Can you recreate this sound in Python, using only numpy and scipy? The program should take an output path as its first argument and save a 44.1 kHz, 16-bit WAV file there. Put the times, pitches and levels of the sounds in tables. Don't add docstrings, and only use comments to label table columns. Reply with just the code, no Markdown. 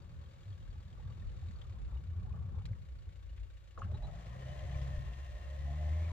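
import sys
import numpy as np
from scipy import signal
from scipy.fft import rfft, irfft
from scipy.io import wavfile
from scipy.ndimage import uniform_filter1d

SR = 44100
rng = np.random.default_rng(int(sys.argv[2]) if len(sys.argv) > 2 else 0)


def generate_wav(sig):
    pcm = np.round(np.clip(np.atleast_2d(sig).T, -1, 1) * 32767).astype(np.int16)
    wavfile.write(sys.argv[1], SR, pcm)


N = 269892
T = np.arange(N) / SR
HZ = np.fft.rfftfreq(N, 1 / SR)

# frequency in Hz, level in dB per Hz.
AIR = [(60, -21.5), (120, 4), (250, -27), (600, -20), (1100, -22), (2800, -25.5), (8000, -39.5),
       (11400, -44), (12500, -41), (15600, -43)]
AIR_DB = -68.5

# frequency in Hz, likeness from 0 to 1.
SAME = [(30, .2), (70, 0.72), (130, 0.97), (250, .8), (400, 0.42), (550, 0.68), (800, .4), (1100, 0.61),
        (1400, 0.17), (1900, 0.76), (2300, 0.81), (2700, 0.31), (4200, 0.72), (5500, 0.29), (7000, 0.35),
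        (8500, 0.48), (11000, .1), (15000, .02)]
# frequency in Hz, lead in radians.
TURN = [(330, 0), (520, 1), (750, 1.25), (1100, 3), (1400, 1.2), (1700, -0.3), (2100, 0.25), (2800, 0.37),
        (4200, -0.15), (6500, 1), (8200, -1), (10000, 2.5)]
# frequency in Hz, left over right in dB.
LEAN_DB = [(60, 1.5), (180, 0.3), (300, 1), (450, 5.5), (700, 2.5), (1200, 2), (1700, 2), (2500, 4.5),
           (4200, 2), (5600, 4), (7400, 6.5), (8200, -1.4), (15000, 0.5)]
LEAD_S = 6.2e-5
EDGE_HZ = 15650

# time in seconds, middle level in dB.
BOOM = [(0, -62), (.6, -53.5), (1.9, -49.5), (2.5, -49.5), (3.0, -51.5), (3.7, -53.5), (4.1, -54.5),
        (4.9, -52), (5.3, -56), (6.12, -56)]
# frequency in Hz, level in dB per Hz.
BOOM_COLOUR = [(5, -71.5), (12, -26.5), (25, -4), (45, 9.5), (58, 13.0), (75, -32.5), (120, -78.0), (240, -110)]

# middle in seconds, length in seconds, peak in dB, pitch in Hz.
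THUDS = [(0.062, 0.24, -60, 85.4), (0.175, 0.068, -42, 81.7), (0.508, 0.14, -40.5, 99.6),
         (0.7, 0.084, -43, 41.5), (0.778, .08, -50, 84), (1.092, 0.093, -42, 83.6),
         (1.16, 0.18, -46, 101.6), (1.239, 0.12, -51, 49.7), (1.27, .07, -47, 107),
         (1.463, 0.15, -42.5, 82.8), (1.543, 0.084, -41.5, 74), (1.621, 0.074, -44, 48.6),
         (1.714, 0.06, -37, 95.4), (1.77, 0.1, -59, 204.3), (1.793, 0.1, -44, 80.8),
         (1.829, 0.098, -48, 53), (1.962, 0.16, -37.5, 65.36), (2.113, 0.11, -37.5, 80.4),
         (2.18, 0.094, -33, 88.3), (2.344, 0.12, -34.5, 82.7), (2.427, 0.064, -37, 85.2),
         (2.584, 0.097, -34.5, 89), (2.721, .07, -35.5, 108.6), (2.914, 0.13, -40.5, 63.7),
         (2.962, 0.036, -43, 63), (3.08, 0.05, -37.5, 72.5), (3.327, 0.051, -38.5, 66),
         (3.42, 0.12, -37.5, 54.1), (3.785, 0.03, -41.5, 63.7), (3.8, 0.049, -61, 200),
         (3.856, 0.1096, -36.5, 97.5), (3.86, 0.046, -50, 202.5), (3.908, 0.062, -32, 83),
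         (3.943, 0.0447, -33, 102.6), (3.94, 0.0598, -45.5, 177.5), (4.021, 0.095, -38, 37.7),
         (4.06, 0.089, -59.5, 199), (4.16, 0.14, -47.5, 53), (4.305, 0.08, -46, 63.3),
         (4.655, 0.11, -37.5, 91), (4.706, 0.03, -36, 64.9), (4.764, 0.021, -37, 65),
         (4.822, 0.051, -41, 66), (4.947, 0.029, -35, 65), (4.981, 0.026, -28.5, 51.3),
         (5.083, 0.082, -33, 62.5), (5.354, 0.16, -42.5, 52.7)]
THUD_CRUNCH_DB = -36
STANDING_FROM_S, STANDING_TO_S, STANDING_DRIFT = 2.8, 3.75, 1.1

# time in seconds, rumble level in dB, crunch level in dB.
ROLLING = [(0, -52, -69), (.4, -54, -70.5), (.55, -52, -72), (.95, -49, -69), (1.2, -46.5, -68.5),
           (1.5, -49, -70.5), (1.58, -55, -68), (1.78, -49.5, -68), (1.84, -48, -70.5), (1.92, -50, -66),
           (2.06, -47, -71.5), (2.35, -44.5, -66), (2.7, -43, -68.5), (2.82, -53.5, -73.5),
           (3.55, -67.5, -78.5), (3.74, -67, -81), (3.79, -57.5, -60), (3.84, -44, -66.5),
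           (4.05, -48, -66.5), (4.4, -51, -66), (4.9, -47, -65), (5.25, -57, -70), (5.8, -51, -66.5),
           (6.12, -53, -62.5)]
# frequency in Hz, level in dB per Hz.
RUMBLE = [(8, -59.5), (20, -27), (35, -10), (55, -7), (75, 5.5), (100, 2), (130, -3.5), (180, -11),
          (250, -22), (320, -61.5), (600, -110)]
# frequency in Hz, level in dB per Hz.
CRUNCH = [(60, -68), (150, -16.5), (220, -7.5), (300, -1.5), (400, -1), (700, -6.5), (1150, -6.5),
          (1600, -13), (3000, -50.5), (8000, -88)]
# frequency in Hz, width in Hz, share of power in dB.
CRUNCH_RINGS = [(1150, 130, -10.5)]
# time in seconds (2 ms after onset), peak in dB, pitch in Hz.
GRAINS = [(.214, -64, 1130), (.757, -67, 860), (.975, -67, 1150), (.998, -59.5, 855), (1.03, -68, 1150),
          (1.055, -66, 1140), (1.08, -67, 1150), (1.095, -63, 866), (1.108, -64.5, 1150),
          (1.222, -68, 1120), (1.243, -68, 1220), (1.385, -68, 1100), (1.427, -61, 780), (1.48, -72, 1160),
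          (1.555, -65, 1130), (1.59, -70, 1200), (1.65, -64.5, 1220), (1.716, -73, 1230),
          (1.765, -68, 1050), (1.895, -68, 1150), (1.915, -69, 1020), (2.137, -69, 1130),
          (2.224, -63.5, 1124), (2.253, -61, 734), (2.282, -61, 850), (2.307, -62, 1040),
          (2.342, -60, 1150), (2.345, -60, 600), (2.352, -65, 826), (2.376, -64, 1130), (2.391, -61, 1130),
          (2.417, -63.5, 740), (2.422, -65, 1130), (2.465, -72, 1170), (2.492, -60, 1129),
          (2.496, -61, 554), (2.546, -65, 1120), (2.546, -64, 800), (2.581, -59, 538), (2.583, -67, 850),
          (2.586, -64, 1080), (2.598, -66, 1180), (2.615, -61, 790), (2.693, -60, 530), (2.708, -74, 950),
          (2.713, -60, 550)]
GRIT_SHARE, GRIT_DB = 2.5, -81

# start in seconds, peak in dB.
CLUNKS = [(3.7748, -40.5), (3.8178, -35)]
# frequency in Hz, level in dB, time to fall 60 dB in seconds.
GEARS = [(1100, 7, 0.055), (1237, 16, 0.023), (1425, 2, 0.038), (1680, -6, .05), (2800, -8, .025)]
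# start in seconds, level in dB, centre in Hz,
# time to fall 60 dB in seconds, width as a factor either side.
SNAPS = [(1.615, -53.5, 3230, 0.039, 1.1), (1.616, -67, 1850, .06, 1.1), (2.6532, -53.5, 2140, 0.047, 1.12),
         (2.654, -62, 7100, 0.048, 1.08), (2.653, -53, 3360, .05, 1.1), (2.66, -59, 4950, 0.043, 1.1),
         (2.655, -70, 11100, .03, 1.1), (2.653, -55, 1530, 0.037, 1.15), (2.654, -60, 800, .04, 1.4),
         (2.654, -49, 3950, 0.033, 1.07), (2.731, -56.5, 1970, .024, 1.1), (3.375, -61, 1700, 0.062, 1.7),
         (3.778, -47.5, 550, 0.067, 1.22), (3.79, -66, 6400, .082, 1.1), (3.791, -60, 1800, .04, 1.8),
         (3.824, -56, 2800, 0.067, 1.06), (3.829, -50, 1450, 0.032, 1.24), (3.842, -54, 1350, 0.066, 1.3),
         (3.84, -64, 3220, .045, 1.7), (3.874, -60, 1100, .03, 1.5), (3.981, -65, 1810, .025, 1.3),
         (4.023, -62, 2600, .049, 1.7), (4.265, -59, 2400, 0.043, 1.8), (4.59, -58, 2900, 0.056, 1.1),
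         (4.711, -55, 3050, 0.063, 1.1), (4.743, -56, 2250, .06, 1.16), (4.768, -62, 5840, .062, 1.05),
         (4.816, -62, 3050, 0.12, 1.12), (4.818, -62, 5100, .04, 1.1), (5.073, -63, 3050, .035, 1.1),
         (5.134, -57, 2770, .04, 1.35)]
# start in seconds, peak in dB, from Hz, to Hz,
# length in seconds, width in Hz.
SQUEAKS = [(3.885, -65, 567, 614, 0.053, 30), (3.911, -55, 616, 650, .03, 30),
           (3.917, -57.5, 430, 416, 0.023, 30), (3.936, -62.5, 3900, 3820, 0.043, 120),
           (3.938, -56, 866, 865, 0.03, 40), (3.94, -60, 391, 400, 0.037, 30),
           (3.98, -60, 600, 620, 0.021, 40), (4.018, -56, 840, 830, 0.031, 40),
           (4.025, -62, 3950, 3900, 0.053, 100), (4.022, -56, 648, 700, 0.033, 40),
           (4.036, -52, 870, 714, 0.031, 40), (4.082, -56, 700, 672, 0.058, 40),
           (4.085, -62, 596, 580, 0.04, 40), (4.135, -57.5, 585, 700, 0.024, 50),
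           (4.4, -61, 410, 398, 0.044, 60)]

# time in seconds, floor pan in dB, tailgate in dB.
TORQUE = [(3.72, -110, -110), (3.79, -66, -70), (3.95, -83, -74.5), (4.08, -79, -65.5), (4.35, -62, -64.5),
          (4.55, -68, -70), (4.72, -61, -64.5), (4.9, -64, -68), (5.1, -71.5, -72), (5.4, -67, -76),
          (5.55, -65, -71), (5.66, -70, -62.5), (5.9, -62, -61.5), (6.12, -69.5, -64)]
# frequency in Hz, width in Hz, share of power in dB.
FLOOR_PAN = [(543, 31, 9), (664, 180, 0.67)]
TAILGATE = [(700, 52, 7), (640, 13, -8.5), (810, 31, -2.5)]
# frequency in Hz, level in dB per Hz.
PAN_COLOUR = [(250, -80.5), (550, -7.5), (1100, -56.0)]
GATE_COLOUR = [(350, -56.0), (720, 3.0), (1400, -63.5)]
# time in seconds, level in dB.
HUM = [(3.8, -76), (3.82, -88), (3.91, -64.5), (3.97, -70), (4.11, -62), (4.16, -67), (4.45, -78),
       (4.47, -55.5), (4.57, -57), (4.58, -72), (4.61, -53.5), (4.69, -67), (4.73, -59), (4.82, -63.5),
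       (4.97, -60), (5.04, -65), (5.06, -74), (5.5, -66), (5.56, -59.5), (5.62, -78), (5.69, -65),
       (5.76, -67.5), (5.8, -53), (5.84, -57), (5.89, -56.5), (5.91, -64), (6.0, -56.5), (6.1, -64)]
HUM_HZ, HUM_WIDTH_HZ, HUM_PURE = 603, 30, 0.72
# time in seconds, level in dB.
WHIRR = [(3.75, -100), (3.85, -87), (4.35, -81), (4.47, -74), (4.7, -70), (4.95, -92), (5.45, -97),
         (5.7, -78), (6.12, -71)]
TEETH = 28.65
# middle in seconds, length in seconds, peak in dB, pitch in Hz.
WHINES = [(4.49, .22, -68.5, 3000), (5.28, 0.68, -71, 2748), (5.12, 0.48, -86, 1800)]
# time in seconds, pitch in Hz, level in dB.
AXLE = [(4.3, 1780, -100), (4.5, 1770, -82), (4.85, 1825, -79), (4.92, 1831, -66.5), (5.45, 1843, -70.5),
        (5.75, 2010, -70), (5.95, 2086, -66), (6.12, 2265, -68)]

# cylinder, Hz at idle, Hz when backing,
# typical level in dB, time to fall 60 dB in seconds.
PINGS = [(2, 2900, 3270, -70, 0.04), (2, 1800, 1770, -67.5, .035), (1, 2200, 4500, -70, 0.045),
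         (3, 2900, 3900, -69, .025), (0, 1500, 1640, -69, .04)]
# start in seconds, level in dB, pitch in Hz.
TICKS = [(0.2586, -61, 3230), (0.3102, -67, 3490), (0.406, -73, 3660), (0.4284, -59, 3270),
         (0.5247, -58, 3270), (0.6225, -62, 3200), (0.7044, -62, 4480), (0.825, -64, 3260),
         (0.9028, -69, 3230), (0.926, -59, 3240), (1.0231, -65, 2880), (1.074, -64, 3640),
         (1.0984, -71, 2920), (1.1199, -62, 2920), (1.1942, -59, 3630), (1.222, -56, 1820),
         (1.2905, -62, 2980), (1.415, -62, 1780), (1.483, -60, 3860), (1.507, -74, 3100),
         (1.5584, -59, 4440), (1.615, -57.5, 3290), (1.6671, -66, 3480), (1.7863, -70, 3400),
         (1.8472, -74, 2880), (1.951, -60, 3700), (1.968, -60, 2900), (2.0961, -68, 2890),
         (2.2268, -79, 2920), (2.5511, -65, 3640), (2.8843, -69, 2950), (2.9856, -62, 4380),
         (3.019, -62, 2910), (3.1552, -63, 2870), (3.2919, -61, 2890), (3.4294, -67, 3860),
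         (3.5673, -64, 2900), (3.7065, -64, 2880)]
TICK_T60_S = 0.038

# time in seconds, firings per second.
SPEED = [(0, 41.09), (.45, 41.53), (.7, 39.34), (.95, 40.7), (1.45, 41.91), (1.8, 31.98), (3.1, 29.26),
         (3.78, 28.82), (3.9, 30.51), (4.2, 56.83), (4.3, 58.46), (4.41, 64.8), (4.85, 68.14),
         (5.39, 65.57), (5.73, 72.72), (6.12, 83.87)]
# time in seconds, exhaust in dB before orders and pipe, clatter in dB.
ENGINE = [(0, -51.5, -71.5), (.45, -68, -68), (.95, -56.5, -70), (1.47, -61, -66.5), (1.9, -46.5, -68),
          (2.3, -55, -71.5), (2.62, -65, -70.5), (2.85, -59.5, -69.5), (3.4, -58, -68), (3.7, -66, -69),
          (4.0, -48.5, -69.5), (4.57, -46, -62), (4.82, -42.5, -61.5), (5.15, -45.5, -65),
          (5.45, -46.5, -65), (5.7, -37, -64), (5.93, -34, -63), (6.12, -38.5, -63.5)]
CYLINDERS_DB = [9.3, 9.3, 9.8, 4.5]
# frequency in Hz, level in dB per Hz.
IDLE = [(180, -49.5), (300, -0.5), (404, -2.5), (438, -28.5), (534, 0.5), (562, -0.5), (781, -21.5),
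        (921, -26.5), (1370, -6.5), (1900, -7.5), (2830, -9.5), (4070, -11.5), (7360, -23.5), (8980, -38.5),
        (15500, -33)]
LOADED = [(180, -72), (300, -9.5), (453, -9), (590, -1.5), (877, -15), (1100, -14), (1300, -14.5),
          (1590, -11), (1840, -1), (2210, -10.5), (3560, -12), (5120, -19.5), (7120, -20.5), (11300, -37.5),
          (15500, -34)]
# frequency in Hz, width in Hz, share of power in dB.
IDLE_RINGS = [(534, 110, -4.5), (1130, 28, -9), (1700, 160, -16.5), (2250, 120, -15.5), (2880, 120, -18),
              (3700, 490, -10.5), (4430, 72, -16), (7100, 2000, -12.5)]
LOADED_RINGS = [(1053, 96, -5.5), (3050, 260, -24), (5940, 80, -28)]
# time in seconds, level in dB.
HISS = [(4.0, -110), (4.45, -98), (4.9, -85), (5.4, -89), (5.85, -90), (6.12, -90)]
# frequency in Hz, level in dB per Hz.
HISS_COLOUR = [(5000, -38.5), (9000, -2.5), (15500, -2)]
# frequency in Hz, gain in dB.
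PIPE = [(28, -18), (42, -16.5), (60, -3), (80, -0.5), (95, -4.5), (130, -8.5), (165, -21), (230, -38.5),
        (340, -33)]
ORDER_DB = [1.5, 1, 1.5, -4]
# time in seconds, dB added to the second order, dB added to the higher orders.
BARK = [(3.9, -23, -6), (4.1, -12.5, 7.5), (4.3, 1.5, 9.5), (4.6, 5, -13), (4.85, 6.5, 2),
        (5.35, -11.5, -11), (5.7, 1.5, 7), (5.9, -0.5, 1.5), (6.1, 0, 5.5)]
UNEVEN, LOPE = 0.27, 0.13
HARD_PUFF_S = 4.706


def amp(db):
    return 10 ** (np.asarray(db) / 20)


def evened(x):
    return x / np.sqrt(np.mean(x ** 2) + 1e-20)


def curve(rows):
    s, *columns = np.transpose(rows)
    return [np.interp(T, s, c) for c in columns]


def read(points):
    f, value = np.transpose(points)
    return np.interp(np.log(HZ + 1), np.log(f + 1), value)


def coloured(x, points, rings=()):
    gain = amp(read(points))
    bare = np.sqrt(np.mean(gain ** 2))
    for hz, width, db in rings:
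        ring = 1 / (1 + (2 * (HZ - hz) / width) ** 2)
        gain = np.hypot(gain, bare * amp(db) * evened(ring))
    return evened(irfft(rfft(x) * gain, N))


def noise(likeness=1, turned=1):
    a, b = rfft(rng.standard_normal((2, N)))
    same = np.clip(likeness * read(SAME), 0, 1)
    shared = same * a * np.exp(-1j * turned * read(TURN))
    return irfft([a, shared + np.sqrt(1 - same ** 2) * b], N)


def chance(per_s):
    smooth = 1 / (1 + (HZ / per_s) ** 4)
    return evened(irfft(rfft(rng.standard_normal(N)) * smooth, N))


def add(mix, s, sound):
    part = mix[..., round(s * SR):][..., :sound.shape[-1]]
    part += sound[..., :part.shape[-1]]


def swells(rows, hold=1):
    gain, tone = np.zeros(N), np.zeros(N, complex)
    for s, length, db, hz in rows:
        u = np.arange(0, length, 1 / SR)
        shape = amp(db) * np.minimum(1, hold * np.sin(np.pi * u / length) ** 2)
        start = max(s - length / 2, 0)
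        add(gain, start, shape)
        add(tone, start, shape * np.exp(2j * np.pi * hz * u))
    return gain, tone


def resonate(x, hz, width):
    turn = np.exp(2j * np.pi * np.cumsum(hz * np.ones(x.shape[-1])) / SR)
    r = np.exp(-np.pi * width / SR)
    smoothed = signal.lfilter([1], np.convolve([1, -r], [1, -r]), x / turn)
    return evened((turn * smoothed).real)


def valley_air():
    return amp(AIR_DB) * coloured(noise(likeness=0.55), AIR)


def boom():
    level_db = curve(BOOM)[0] + 3.64 * chance(3.4)
    return amp(level_db) * coloured(noise(likeness=0.082), BOOM_COLOUR)


def low_thuds():
    rings = swells(THUDS)[1]
    standing = (T > STANDING_FROM_S) * (T < STANDING_TO_S)
    drift = (0.36 + STANDING_DRIFT * standing) * chance(1.8)
    return (rings * np.exp(np.outer([0, 1j], drift))).imag


def snow_rumble_and_crunch():
    rumble_db, crunch_db = curve(ROLLING)
    rumble = coloured(noise(likeness=0.96) * amp(2.16 * chance(12.0)), RUMBLE)
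    flicker = amp(1.4 * chance(15) + 2.0 * chance(280))
    crunch = coloured(noise() * flicker, CRUNCH, CRUNCH_RINGS)
    thud_gain = swells(THUDS)[0]
    crunch_gain = np.hypot(amp(crunch_db), amp(THUD_CRUNCH_DB) * thud_gain)
    return amp(rumble_db) * rumble + crunch_gain * crunch


def grain(hz, rise_s=.004):
    t = T[:1300]
    u = t / rise_s
    return np.sin(2 * np.pi * hz * t) * u * np.exp(1 - u)


def snow_grains():
    grit, loud = np.zeros((2, 2, N))
    for when, pitch, size, side in rng.random((1500, 4)):
        sound = np.outer([side, 1 - side], grain(720 + 650 * pitch))
        add(grit, when * T[-1], sound * (size + .02) ** -.3)
    for s, db, hz in GRAINS:
        add(loud, s - .002, amp(db) * grain(hz, rise_s=0.0032))
    crunch_db = curve(ROLLING)[1]
    grit_db = GRIT_DB + GRIT_SHARE * (crunch_db - crunch_db.mean()) + 2.5 * chance(10)
    return amp(grit_db) * evened(grit) + loud


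def clunks():
    out, t = np.zeros((2, N)), T[:6000]
    ring = np.zeros((2, len(t)))
    for k, (hz, db, t60) in enumerate(GEARS):
        sign = (-1) ** k
        ring += sign * amp(db - 60 * t / t60) * np.sin(2 * np.pi * hz * t + [[0], [.3]])
    ring = ring * (1 - np.exp(-t / 0.0013)) ** 2
    for s, db in CLUNKS:
        add(out, s, amp(db) * ring / abs(ring).max())
    return out


def snaps():
    out, t, hiss = np.zeros((2, N)), T[:6000], noise()
    for s, db, hz, t60, wide in SNAPS:
        piece = hiss[:, round(s * SR):][:, :len(t)]
        b, a = signal.butter(2, [hz / wide, hz * wide], "band", fs=SR)
        band = evened(signal.lfilter(b, a, piece))
        add(out, s, amp(db - 60 * t / t60) * (1 - np.exp(-t / 0.0012)) * band)
    return out


def squeaks():
    out, t, wobble = np.zeros((2, N)), T[:6000], rng.standard_normal(N)
    for s, db, from_hz, to_hz, length, width in SQUEAKS:
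        u = t[t < length] / length
        glide = 2 * np.pi * (from_hz + (to_hz - from_hz) * u) / SR
        rough = uniform_filter1d(wobble[round(s * SR):][:len(u)], size=40)
        step = glide + np.sqrt(2 * np.pi * width / SR) * rough
        shape = np.sin(np.pi * u ** 0.71) ** 1.7
        add(out, s, amp(db) * shape * np.sin(np.cumsum(step) + [[0], [.3]]))
    return out


def panels():
    pan_db, gate_db = curve(TORQUE)
    pan = coloured(noise(), PAN_COLOUR, FLOOR_PAN)
    gate = coloured(noise(likeness=1.95, turned=.1), GATE_COLOUR, TAILGATE)
    return amp(pan_db + 1.9 * chance(2.1)) * pan + amp(gate_db + 2.55 * chance(7.4)) * gate


def body_hum():
    tone = np.sqrt(2) * np.sin(2 * np.pi * HUM_HZ * T + 0.8 * chance(7.6) + [[0], [.7]])
    rough = resonate(noise(), HUM_HZ, HUM_WIDTH_HZ)
    level = (T > HUM[0][0]) * amp(curve(HUM)[0] + 0.78 * chance(25))
    return level * (np.sqrt(HUM_PURE) * tone + np.sqrt(1 - HUM_PURE) * rough)


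def gear_whirr(rate):
    return amp(curve(WHIRR)[0] + 4 * chance(45)) * resonate(noise(), TEETH * rate, 420)


def whines():
    flutter = amp(3 * chance(30))
    wander = 1.3 * chance(15) + [[0], [-.2]]
    return flutter * (swells(WHINES, hold=2.6)[1] * np.exp(1j * wander)).imag


def axle():
    hz, db = curve(AXLE)
    level = (T > AXLE[0][0]) * amp(db + 2.1 * chance(29))
    return level * np.sin(2 * np.pi * np.cumsum(hz) / SR + 0.67 * chance(12) + [[0], [.4]])


def pings(turns, rate):
    out, t = np.zeros((2, N)), T[:2000]
    luck = rng.standard_normal((400, len(PINGS)))
    for firing, at in enumerate(np.flatnonzero(np.diff(np.floor(turns))), 1):
        for k, (cylinder, idle_hz, backing_hz, db, t60) in enumerate(PINGS):
            if firing % 4 == round(cylinder) and rate[at] < 45:
                hz = np.interp(rate[at], [30, 40], [idle_hz, backing_hz])
                hz = hz * (1 + 0.022 * luck[firing + 1, k])
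                level = amp(db + 3.0 * luck[firing, k] - 60 * t / t60)
                add(out, at / SR, level * (1 - np.exp(-t / 0.0017)) * np.sin(2 * np.pi * hz * t))
    for s, db, hz in TICKS:
        level = amp(db - 60 * t / TICK_T60_S)
        add(out, s, level * (1 - np.exp(-t / 0.0021)) * np.sin(2 * np.pi * hz * t))
    return out


def air_rush():
    return amp(curve(HISS)[0]) * coloured(noise(), HISS_COLOUR)


def block(turns, rate):
    clatter_db = curve(ENGINE)[1]
    load = np.interp(T, [3.75, 4.3], [0, 1])
    firing = np.floor(turns).astype(int)
    blow_db = np.take(CYLINDERS_DB, firing % 4) + 1.2 * rng.standard_normal(400)[firing]
    since = (turns % 1) / rate
    burst = amp(blow_db) * since ** 0.42 * np.exp(-since / 0.0088)
    drive = noise() * (evened(burst) + 0.019 * rate + 0.04 * load)
    idle = coloured(drive, IDLE, IDLE_RINGS)
    pulling = coloured(drive, LOADED, LOADED_RINGS)
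    return amp(clatter_db) * (np.sqrt(1 - load) * idle + np.sqrt(load) * amp(1.0) * pulling)


def exhaust(turns, rate):
    pipe_hz, pipe_db = np.transpose(PIPE)
    pulling = np.clip((rate - 30) / 12, 0, 1) * (T > CLUNKS[0][0])
    second_db, higher_db = curve(BARK) * pulling
    levels_db = curve(ENGINE)[0] + [0 * T, second_db, higher_db, higher_db] + np.c_[ORDER_DB]
    since = turns - np.interp(HARD_PUFF_S, T, turns)
    angle = 2 * np.pi * since + 0.22 * chance(6.7)
    across = np.outer([0, 1], -0.05 + 0.16 * chance(0.73))
    evening = np.interp(T, [4.95, 5.15], [1, .3])
    chug = 1 + UNEVEN * pulling * evening * np.cos(np.pi * since)
    chug = chug + LOPE * pulling * np.cos(np.pi * since / 2)
    puffs = np.zeros((2, N))
    for k, db in enumerate(levels_db, 1):
        level_db = db + np.interp(k * rate, pipe_hz, pipe_db) + 90 / rate * chance(4.6)
        puffs += amp(level_db) * np.sqrt(2) * np.cos(k * angle + 0.2 * chance(5.8) + across)
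    return -chug * puffs


def scene():
    rate, = curve(SPEED)
    turns = np.cumsum(rate) / SR
    blows = turns + .25
    background = valley_air() + boom() + low_thuds()
    tyres = snow_rumble_and_crunch() + snow_grains()
    knocks = clunks() + snaps() + squeaks()
    driveline = panels() + body_hum() + gear_whirr(rate) + whines() + axle()
    engine = pings(blows, rate) + air_rush() + block(blows, rate) + exhaust(turns, rate)
    return background + tyres + knocks + driveline + engine


def record(dry):
    lean = amp(read(LEAN_DB) / 2) * np.exp(1j * np.pi * HZ * LEAD_S)
    faded = dry * signal.windows.tukey(N, 200 / N)
    ports = irfft(rfft(faded) * [lean, 1 / lean], N)
    low_pass = signal.firwin(1023, EDGE_HZ, window=("kaiser", 12), fs=SR)
    return signal.oaconvolve(ports, low_pass[None], "same")


dry = scene()
out = record(dry)
generate_wav(out)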